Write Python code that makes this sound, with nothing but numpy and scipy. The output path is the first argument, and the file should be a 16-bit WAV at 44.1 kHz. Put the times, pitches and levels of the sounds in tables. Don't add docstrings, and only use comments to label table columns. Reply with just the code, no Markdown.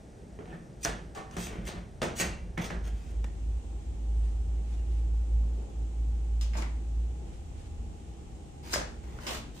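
import sys
import numpy as np
from scipy import signal
from scipy.fft import rfft, irfft
from scipy.io import wavfile

SR = 44100
rng = np.random.default_rng(int(sys.argv[2]) if len(sys.argv) > 2 else 0)


def wrap_up_sound(samples):
    columns = np.atleast_2d(samples).T
    tamed = np.clip(columns, -1, 1)
    steps = np.round(tamed * 32767).astype(np.int16)
    wavfile.write(sys.argv[1], SR, steps)


N = 423360
RING = 2 ** 15
TIME_S, RING_S = np.arange(N) / SR, np.arange(RING) / SR


def undb(db):
    return 10 ** (np.asarray(db) / 20)


def unit(x):
    return x / np.sqrt(np.mean(x ** 2))


def curve(rows):
    return np.interp(TIME_S, *np.transpose(rows))


def along(points, hz):
    f, value = np.transpose(points)
    return np.interp(np.log(np.maximum(hz, 1)), np.log(f), value)


def colour(x, points):
    n = x.shape[-1]
    cepstrum = irfft(np.log(undb(along(points, np.fft.rfftfreq(n, 1 / SR)))), n)
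    cepstrum[1:n // 2] *= 2
    cepstrum[n // 2 + 1:] = 0
    return irfft(rfft(x) * np.exp(rfft(cepstrum)), n)


def wander(rate_hz):
    return unit(colour(rng.standard_normal(N), [(rate_hz, 0), (10 * rate_hz, -100)]))


def add(out, s, x):
    i = max(int(s * SR), 0)
    n = max(min(x.shape[-1], N - i), 0)
    out[..., i:i + n] += x[..., :n]


def air(spectrum, db, sway_db=1.0, sway_hz=4, sway_below_hz=500):
    noise = unit(colour(rng.standard_normal((2, N)), spectrum))
    low = signal.sosfiltfilt(signal.butter(2, sway_below_hz, fs=SR, output="sos"), noise)
    return undb(db) * (noise + low * (undb(sway_db * wander(sway_hz)) - 1))


# (frequency [Hz], relative density [dB])
NEAR_AIR = [(40, -20.5), (120, 1.5), (413, -4), (800, -8), (1070, -18.5), (1880, -21), (2940, -30),
            (5660, -33), (6580, -37), (8230, -36.5), (10200, -42), (12000, -36), (13000, -71)]
FAR_AIR = [(40, -35), (120, 0.5), (340, -8), (470, -12), (600, -20.5), (800, -16.5), (940, -25.5),
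           (1620, -32.5), (2890, -30.5), (4700, -37), (7360, -31.5), (10000, -42), (11900, -37.5),
           (12800, -82.5)]


def room_air():
    return air(NEAR_AIR, db=-49.5), air(FAR_AIR, db=-50)


# (frequency [Hz], relative density [dB])
RUMBLE_SPECTRUM = [(15, -30), (30, 2.5), (40, 0), (58, 12), (80, 5), (100, -2.5), (140, -21), (250, -31),
                   (1000, -85.5)]
# (time [s], level [dB])
RUMBLE_LEVEL = [(0, -52.5), (0.8, -50), (2.7, -40.5), (3.6, -41), (5.4, -41.5), (7, -44), (7.6, -41),
                (8.3, -43), (9.1, -43), (9.6, -45.5)]


def rumble():
    return air(RUMBLE_SPECTRUM, curve(RUMBLE_LEVEL))


# (frequency [Hz], level [dB])
HUM_TONES = [(111, -75), (334, -65.5), (819, -70.5), (8050, -89), (8290, -80.5)]


def hum(drift_rad=0.8, flutter_db=2):
    out = np.zeros((2, N))
    for hz, db in HUM_TONES:
        phase = 2 * np.pi * (hz * TIME_S + rng.random((2, 1))) + drift_rad * wander(2.7)
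        out += np.sqrt(2) * undb(db + flutter_db * wander(2.5)) * np.sin(phase)
    return out


# (time [s], frequency [Hz])
DRONE_PITCH = [(2.8, 53.2), (3.38, 53.1), (3.47, 54.5), (4.4, 54.6), (4.51, 55.9), (6.97, 55.8),
               (7.2, 60.0)]
# (time [s], relative level [dB])
DRONE_LEVEL = [(2.7, -55), (2.78, -30.5), (2.94, -31.5), (3.07, -42.5), (3.19, -27), (3.37, -37.5),
               (3.49, -27), (3.61, -35), (3.95, -35), (4.21, -24.5), (4.33, -28.5), (4.45, -28),
               (4.65, -29.5), (5.13, -25), (5.29, -30), (5.35, -20.5), (5.58, -32.5), (5.69, -37),
               (5.81, -28.5), (5.93, -37), (6.0, -26), (6.27, -31), (6.34, -24.5), (6.82, -32.5),
               (7.0, -25.5), (7.3, -45)]


def drone(gain_db=-1.22, waver_db=0.3, waver_hz=6, octave_db=-25, fade_s=0.047):
    start_s, end_s = DRONE_LEVEL[0][0], DRONE_LEVEL[-1][0]
    gate = np.clip(np.minimum(TIME_S - start_s, end_s - TIME_S) / fade_s, 0, 1)
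    level = undb(curve(DRONE_LEVEL) + gain_db + waver_db * wander(waver_hz))
    phase = 2 * np.pi * np.cumsum(curve(DRONE_PITCH)) / SR
    return gate * level * np.sqrt(2) * (np.sin(phase) + undb(octave_db) * np.sin(2 * phase))


# (frequency [Hz], relative density [dB])
CLOTH_SPECTRUM = [(200, -18), (1200, 4.5), (2800, 3.5), (5000, -1), (8000, -2.5), (10500, -3.5),
                  (14000, -36)]
# (peak time [s], level [dB])
CLOTH_STROKES = [(4.26, -70), (4.73, -66), (4.94, -66.5), (5.6, -75), (7.32, -68), (7.63, -66.5)]


def cloth(crinkle_db=3, resting_db=-81, half_stroke_s=0.064):
    grains = rng.standard_normal((2, N)) * undb(crinkle_db * np.tanh(wander(25)))
    strokes = sum(undb(db) * np.exp(-((TIME_S - s) / half_stroke_s) ** 2) for s, db in CLOTH_STROKES)
    return unit(colour(grains, CLOTH_SPECTRUM)) * (undb(resting_db) + strokes)


# (frequency [Hz], relative density [dB])
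FOLD_SPECTRUM = [(90, -21), (200, 5.5), (380, 1), (800, -10.5), (1400, -28.5), (4000, -48)]
# (peak time [s], half length [s], level [dB])
LAUNDRY_PUSHES = [(3.85, 0.27, -64), (4.2, .12, -62), (5.46, .07, -55), (5.67, 0.14, -51),
                  (6.634, 0.035, -53), (7.28, 0.075, -55.5), (8.785, .04, -49.5)]


def folds(flap_db=4):
    motion = sum(undb(db) * np.exp(-((TIME_S - s) / half_s) ** 2) for s, half_s, db in LAUNDRY_PUSHES)
    noise = unit(colour(rng.standard_normal((2, N)), FOLD_SPECTRUM))
    return noise * motion * undb(flap_db * np.tanh(wander(16)))


# (frequency [Hz], gain [dB], t60 [s])
FURNITURE_MODES = [(36.8, -17.5, 0.52), (49.6, 0, 0.59), (108.8, -9, 0.68), (176.7, -3.5, 0.36),
                   (218.4, -14, 0.37)]
# (time [s], relative level [dB], tilt [dB/octave])
THUMPS = [(0.87, -33.5, -3.5), (1.368, -31.5, 5.5), (1.573, -30.5, -0.5), (1.751, -33, 1), (2.02, -40, 5),
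          (2.21, -38.5, 5), (2.419, -33, -5), (2.577, -35, 11.5), (2.71, -35.5, 7), (5.331, -51, -18),
          (6.61, -43, 2), (7.779, -49, -16)]


def thumps(push_cycles=0.85, pivot_hz=100):
    out = np.zeros(N)
    for s, db, tilt_db in THUMPS:
        for hz, mode_db, t60_s in FURNITURE_MODES:
            decay = undb(db + mode_db + tilt_db * np.log2(hz / pivot_hz) - 60 * RING_S / t60_s)
            attack = 1 - np.exp(-RING_S * hz / push_cycles)
            add(out, s, decay * attack * np.sin(2 * np.pi * hz * RING_S))
    return out


# (frequency [Hz], t60 [s])
ROOM_T60 = [(150, 1), (400, 0.41), (1000, 0.49), (2700, 0.45), (6500, 0.36), (14000, 0.18)]


def room_tail(build_s=0.0065, early_db=3, early_s=0.01):
    hz, s, noise = signal.stft(rng.standard_normal((2, RING)), SR, nperseg=256)
    decay = undb(-60 * s / along(ROOM_T60, hz)[:, None])
    tail = signal.istft(noise * decay, SR)[1][:, :RING]
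    return tail * (1 - np.exp(-RING_S / build_s)) * undb(early_db * np.exp(-RING_S / early_s))


# (time [s], half length [s], pitch [Hz], glide [octave/s], level [dB])
SQUEAKS = [(0.533, .008, 1760, 6.5, -49), (2.197, .007, 6420, 3, -40), (2.202, 0.006, 2330, 10, -31),
           (2.212, 0.0083, 2710, 5.5, -34), (4.78, 0.021, 2820, -0.5, -67)]


def squeaks(unsteady_rad=0.67, room_db=-2):
    direct = np.zeros(N)
    waver = unsteady_rad * wander(40)
    for s, half_s, hz, octaves_per_s, db in SQUEAKS:
        span = np.abs(TIME_S - s) < 3 * half_s
        t = TIME_S[span] - s
        cycles = np.cumsum(hz * 2 ** (octaves_per_s * t)) / SR
        direct[span] += undb(db) * np.exp(-(t / half_s) ** 2) * np.sin(2 * np.pi * cycles + waver[span])
    tail = room_tail()
    tail /= np.sqrt(np.sum(tail[0] ** 2))
    out = undb(room_db) * signal.fftconvolve(direct[None], tail, axes=1)[:, :N]
    out[0] += direct
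    return out


# (time [s], peak [dB], width [s])
SNAPS = [(0.8384, -31, .0009), (0.8418, -31, .0013), (0.85, -34, 0.0008), (0.85, -12.5, 0.00035),
         (2.642, -36, 0.00028)]


def snaps(ring_hz=5830):
    out = np.zeros(N)
    for s, db, width_s in SNAPS:
        span = np.abs(TIME_S - s) < 10 * width_s
        t = TIME_S[span] - s
        out[span] += undb(db) * np.exp(-np.abs(t) / width_s) * np.sin(2 * np.pi * ring_hz * t)
    return out


# (time [s], level [dB], length [s])
CRACKS = [(0.8505, -24, 0.0043), (2.0157, -34, 0.009), (2.5747, -29, 0.0031), (2.703, -27.5, 0.0068)]


def cracks(start_hz=2734, fall_s=0.00462, rise_s=0.00041):
    out = np.zeros((2, N))
    cycles = start_hz * RING_S / (1 + RING_S / fall_s)
    chirp = (1 - np.exp(-RING_S / rise_s)) * np.sin(2 * np.pi * cycles)
    for s, db, length_s in CRACKS:
        add(out[0], s, undb(db) * np.exp(-(RING_S / length_s) ** 2) * chirp)
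    return out


# (frequency [Hz], gain [dB], t60 [s])
WOOD_MODES = [(319.6, 3.5, 0.21), (678, 8, 0.12), (734, 3, 0.28), (1230, -19, 0.4), (1490, -6, .28),
              (1676, -0.5, 0.26), (1810, 6, 0.16), (2500, -6, 0.18), (3270, -4, 0.3), (3510, 2, .16),
              (4200, -1, 0.2), (4780, -5, .28), (6330, 9, .2), (7000, 8, .12)]
TUB_MODES = [(440, 1, 0.52), (768, 7, 0.44), (1138, 2.7, 0.69), (1260, 4.1, .25), (1440, 11, 0.057),
             (1712, 6.6, 0.29), (1800, 5, 0.64), (2040, 5.3, .08)]
TABLE_MODES = [(233, 3.5, 0.35), (500, 5, 0.11), (1280, -8, .18), (1610, -5, 0.34), (1780, -6, 0.046),
               (1910, 4, 0.2), (1970, 3, .2), (2250, 4, 0.16), (2330, 0, .08), (3450, 13, 0.18),
               (6760, 2, .12)]
PLASTIC_MODES = [(1120, 3, .2), (1535, 5, 0.33), (1600, -4, 0.2), (1880, 8.5, 0.3), (2140, -1, .2),
                 (2500, 11, .14), (2670, 12, 0.17), (2920, 5, 0.16), (3100, -4, 0.14), (3470, 4, .16),
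                 (6700, 13, .06), (7010, -8, 0.07)]
HANGER_MODES = [(595, -7.5, 0.1), (1215, -2.5, 0.3), (1560, 1.5, 0.21), (1981, -3.5, 0.4),
                (2160, 3.5, 0.13), (4040, -6, .12), (5050, -15, .2), (5100, 10, 0.14), (6950, -14, .12),
                (6900, 7.5, 0.17)]
MODES_OF = {"wood": WOOD_MODES, "tub": TUB_MODES, "table": TABLE_MODES,
            "plastic": PLASTIC_MODES, "hanger": HANGER_MODES}


def contact_response(thing, direct_db, ring_db, burst_s=0.0039):
    t = RING_S[:RING // 4]
    body = 2 * undb(direct_db) * rng.standard_normal((2, len(t))) * np.exp(-t / burst_s)
    for hz, db, t60_s in MODES_OF[thing]:
        detune, strength, *phase = rng.standard_normal(4)
        cycles = hz * (1 + .002 * detune) * t + np.c_[phase]
        body += undb(ring_db + db + 2 * strength - 60 * t / t60_s) * np.sin(2 * np.pi * cycles)
    return room_tail() + np.pad(body, [(0, 0), (0, RING - len(t))])


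BAND_EDGES_HZ = np.array([130, 500, 1400, 4000, 10000])


def contact_spectrum(tone_db, db, tilt_db, knee_hz, edge_db=-5, top_db=-11, soft_loss_octaves=2.7):
    centres_hz = np.sqrt(BAND_EDGES_HZ[1:] * BAND_EDGES_HZ[:-1])
    octaves = np.log2(np.maximum(centres_hz / knee_hz, 1))
    band_db = db + np.asarray(tone_db) + tilt_db * (octaves - octaves.mean())
    band_db[-1] += soft_loss_octaves * min(tilt_db, 0)
    density_db = band_db - 10 * np.log10(np.diff(BAND_EDGES_HZ) / (SR / 2))
    low_end = [(50, density_db[0] - 14), (160, density_db[0])]
    high_end = [(9300, density_db[-1] + edge_db), (11500, density_db[-1] + top_db)]
    return [*low_end, *zip(centres_hz, density_db), *high_end]


def slides(rows, tone_db, ring_db, gain_db, slips_per_s=1100, spread_db=4, direct_db=6, grip_s=0.0022):
    out = np.zeros((2, N))
    for start_s, end_s, db, tilt_db, swell_db, thing in rows:
        n = int(np.clip((end_s - start_s) * SR, SR / 100, RING / 2))
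        slipping = rng.random(RING)[:n] < slips_per_s / SR
        size = rng.standard_normal(RING)[:n]
        slips = unit(slipping * np.sign(size) * undb(spread_db * np.abs(size)))
        grip = 1 - np.exp(-RING_S[:n] / grip_s)
        slips *= grip * undb(np.linspace(-swell_db, 0, n))
        response = contact_response(thing, direct_db, ring_db)
        response /= np.sqrt(np.sum(response[0] ** 2))
        rub = signal.fftconvolve(response, slips[None], axes=1)[:, :RING]
        spectrum = contact_spectrum(tone_db, db, tilt_db, knee_hz=255, edge_db=-3, top_db=-6.5)
        add(out, start_s, colour(rub, spectrum))
    return out * undb(gain_db)


def knocks(rows, tone_db, knee_hz, ring_db, gain_db, hollow_db, hollow_q, attack_s=0.017):
    out = np.zeros((2, N))
    for s, db, tilt_db, direct_db, hollow_hz, pan_db, thing in rows:
        blow = contact_response(thing, direct_db, ring_db)
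        blow /= np.sqrt(np.mean(blow[:, :int(attack_s * SR)] ** 2))
        blow += (undb(hollow_db) - 1) * signal.lfilter(*signal.iirpeak(hollow_hz, hollow_q, SR), blow)
        blow[1] += blow[0] * (undb(pan_db) - 1) / (undb(pan_db) + 1)
        add(out, s, colour(blow, contact_spectrum(tone_db, db, tilt_db, knee_hz)))
    return out * undb(gain_db)


# (time [s], relative level [dB], tilt [dB/octave], direct gain [dB],
# hollow resonance [Hz], leftward pan [dB], thing)
HANGER_KNOCKS = [(6.411, -55, 8, -1.5, 2860, 3, "hanger"), (6.534, -56, -1, -5, 2300, -2, "hanger"),
                 (6.569, -54, 7, -8, 1040, 8, "hanger"), (6.586, -57, -10, 11, 850, -3, "hanger"),
                 (6.622, -49, -1, 7.5, 2100, 0, "hanger"), (6.631, -55.5, -1, 4, 865, 5, "hanger"),
                 (8.732, -46, 2, 5, 5160, 13, "hanger"), (8.738, -38, 6, 1, 1690, 2, "hanger"),
                 (8.759, -41, -4, 6.5, 570, -4, "hanger"), (8.776, -50.5, -11, 4, 586, 3, "hanger"),
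                 (8.814, -46.5, -5, 17, 593, 6, "hanger"), (9.038, -64.5, -3, 7, 400, 0, "hanger"),
                 (9.188, -58, -2, 6, 1530, 0, "hanger"), (9.267, -44.5, 1.5, -5, 2900, 1, "hanger")]
# (start [s], end [s], relative level [dB], tilt [dB/octave], swell [dB], thing)
RACK_SLIDES = [(6.55, 6.63, -52.5, -1.5, -4, "hanger"), (8.625, 8.71, -52.5, 2, 9, "hanger"),
               (8.70, 8.742, -38, 2.5, 16, "hanger"), (9.03, 9.19, -60.5, -1, 1, "hanger"),
               (9.20, 9.265, -48.5, 0.5, 9.5, "hanger"), (9.267, 9.31, -42, 1, 2.5, "hanger"),
               (9.31, 9.39, -52, 1.9, -6.5, "hanger"), (9.54, 9.60, -63.5, 4.5, 4, "hanger")]


def drying_rack():
    blows = knocks(HANGER_KNOCKS, tone_db=(-1.6, 1, -2.1, 0.48), knee_hz=2300,
                   ring_db=-15.5, gain_db=-3, hollow_db=11, hollow_q=3.1)
    return blows + slides(RACK_SLIDES, tone_db=(5, 0.5, 0, -2.5), ring_db=-37, gain_db=-2)


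# (time [s], relative level [dB], tilt [dB/octave], direct gain [dB],
# hollow resonance [Hz], leftward pan [dB], thing)
ITEM_KNOCKS = [(0.389, -56, -3.5, -1, 393, -5, "wood"), (0.456, -61, -1.5, 6, 400, -2, "wood"),
               (0.527, -63, -3, -5, 1760, -12, "wood"), (0.851, -42, 0.5, 3, 680, 0, "wood"),
               (0.857, -41, 0.6, 0.5, 1660, -8, "wood"), (1.149, -56, 2.5, -5, 810, 0, "tub"),
               (1.159, -57, -2, -14, 705, -4, "tub"), (1.174, -52, -0.5, -2.5, 1130, -8, "tub"),
               (1.311, -64.5, 2.5, 4, 5900, -5, "wood"), (1.367, -45.5, 0.5, 1.5, 410, -1, "wood"),
               (1.468, -49, -1, 2, 2630, -5, "wood"), (1.525, -61, -4.5, 5.5, 910, 0, "wood"),
               (1.556, -56.5, -3, 3.5, 1990, -6, "wood"), (1.677, -49.5, 1.5, 1, 4250, -3, "wood"),
               (1.690, -53, -1, 5.5, 2880, -2, "wood"), (2.018, -37.5, -0.3, -0.5, 640, -2, "table"),
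               (2.029, -41.5, 0.5, 1.5, 520, -3, "table"), (2.199, -40.5, 0.5, -5, 1970, -7, "plastic"),
               (2.212, -44, -1.4, -1.5, 2950, 1, "plastic"), (2.577, -42, -1.2, 0.5, 2100, -5, "table"),
               (2.643, -53.5, 3.5, 1, 5400, -3, "table"), (2.706, -46, -1.5, 1, 1740, -10, "table"),
               (3.242, -51, -0.4, 13, 1830, -4, "table")]
# (start [s], end [s], relative level [dB], tilt [dB/octave], swell [dB], thing)
ITEM_SLIDES = [(0.47, 0.56, -62.5, -3.8, -2.5, "wood"), (0.806, 0.850, -47.5, 5.5, 33, "wood"),
               (1.15, 1.20, -68, -6, 13, "tub"), (1.32, 1.36, -64.5, -1, -8, "wood"),
               (1.375, 1.47, -58.5, 4.5, 2.5, "wood"), (1.50, 1.66, -67, -2.5, -9.5, "wood"),
               (1.648, 1.688, -50.5, 1.5, 12.5, "wood"), (1.70, 1.79, -53.5, -3.5, 13, "wood"),
               (2.152, 2.216, -43.5, 6, 25, "plastic"), (2.605, 2.665, -53, 0, 2, "table"),
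               (2.83, 2.88, -54.5, -0.5, 12, "wood"), (2.94, 3.12, -70, 0, 2.5, "wood")]


def handled_items():
    blows = knocks(ITEM_KNOCKS, tone_db=(2, 6.5, 0.5, -8.5), knee_hz=255,
                   ring_db=-23.5, gain_db=1.5, hollow_db=7.5, hollow_q=7)
    return blows + slides(ITEM_SLIDES, tone_db=(5, 6.5, 7, -1.5), ring_db=-19, gain_db=1.5)


# (frequency [Hz], gain [dB])
PORT_DIP = [(9800, -0.5), (10500, -12), (11300, -39.5), (12000, -21.5), (12700, -1.5)]


def pick_up(sound, width):
    mid, side = sound
    return colour(mid, PORT_DIP) + np.array([[1], [-1]]) * colour(side, width)


# (frequency [Hz], side gain [dB])
NARROW_WIDTH = [(60, -27.5), (200, -11.5), (380, -10), (700, -4.5), (1400, 1.5), (2400, -9.5), (4400, -10),
                (6200, -17.5), (7500, 9), (8600, -17), (11000, 8.5), (14000, -18)]
WIDE_WIDTH = [(60, -16), (110, -10), (200, -9), (380, -8.5), (700, 2), (1300, -0.5), (2400, -0.5),
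              (7000, -1), (9000, -6), (11000, 8.5), (14000, -18)]
# (frequency [Hz], gain [dB])
NARROW_RESPONSE = [(200, 0.5), (270, -4), (360, -1), (1000, -8), (3300, -0.5), (4500, -1.5), (6000, 3.5),
                   (7100, 6), (7500, -8), (7950, 7.5), (9000, 2.5)]


def scene(widen_start_s=2.7, widen_end_s=3.35):
    widen = curve([(widen_start_s, 0), (widen_end_s, 1)])
    items = handled_items() + cracks() + squeaks()
    rack = drying_rack()
    near_air, far_air = room_air()
    near = colour(items + np.sqrt(1 - widen) * near_air, NARROW_RESPONSE)
    far = rack + np.sqrt(widen) * (far_air + hum() + cloth() + folds()) + rumble()
    bass = (drone() + thumps()) * undb([[-.35], [.35]])
    return pick_up(near, NARROW_WIDTH) + pick_up(far, WIDE_WIDTH) + bass + snaps()


def record(dry):
    return signal.sosfilt(signal.ellip(8, .2, 70, 15200, fs=SR, output="sos"), dry)


dry = scene()
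out = record(dry)
wrap_up_sound(out)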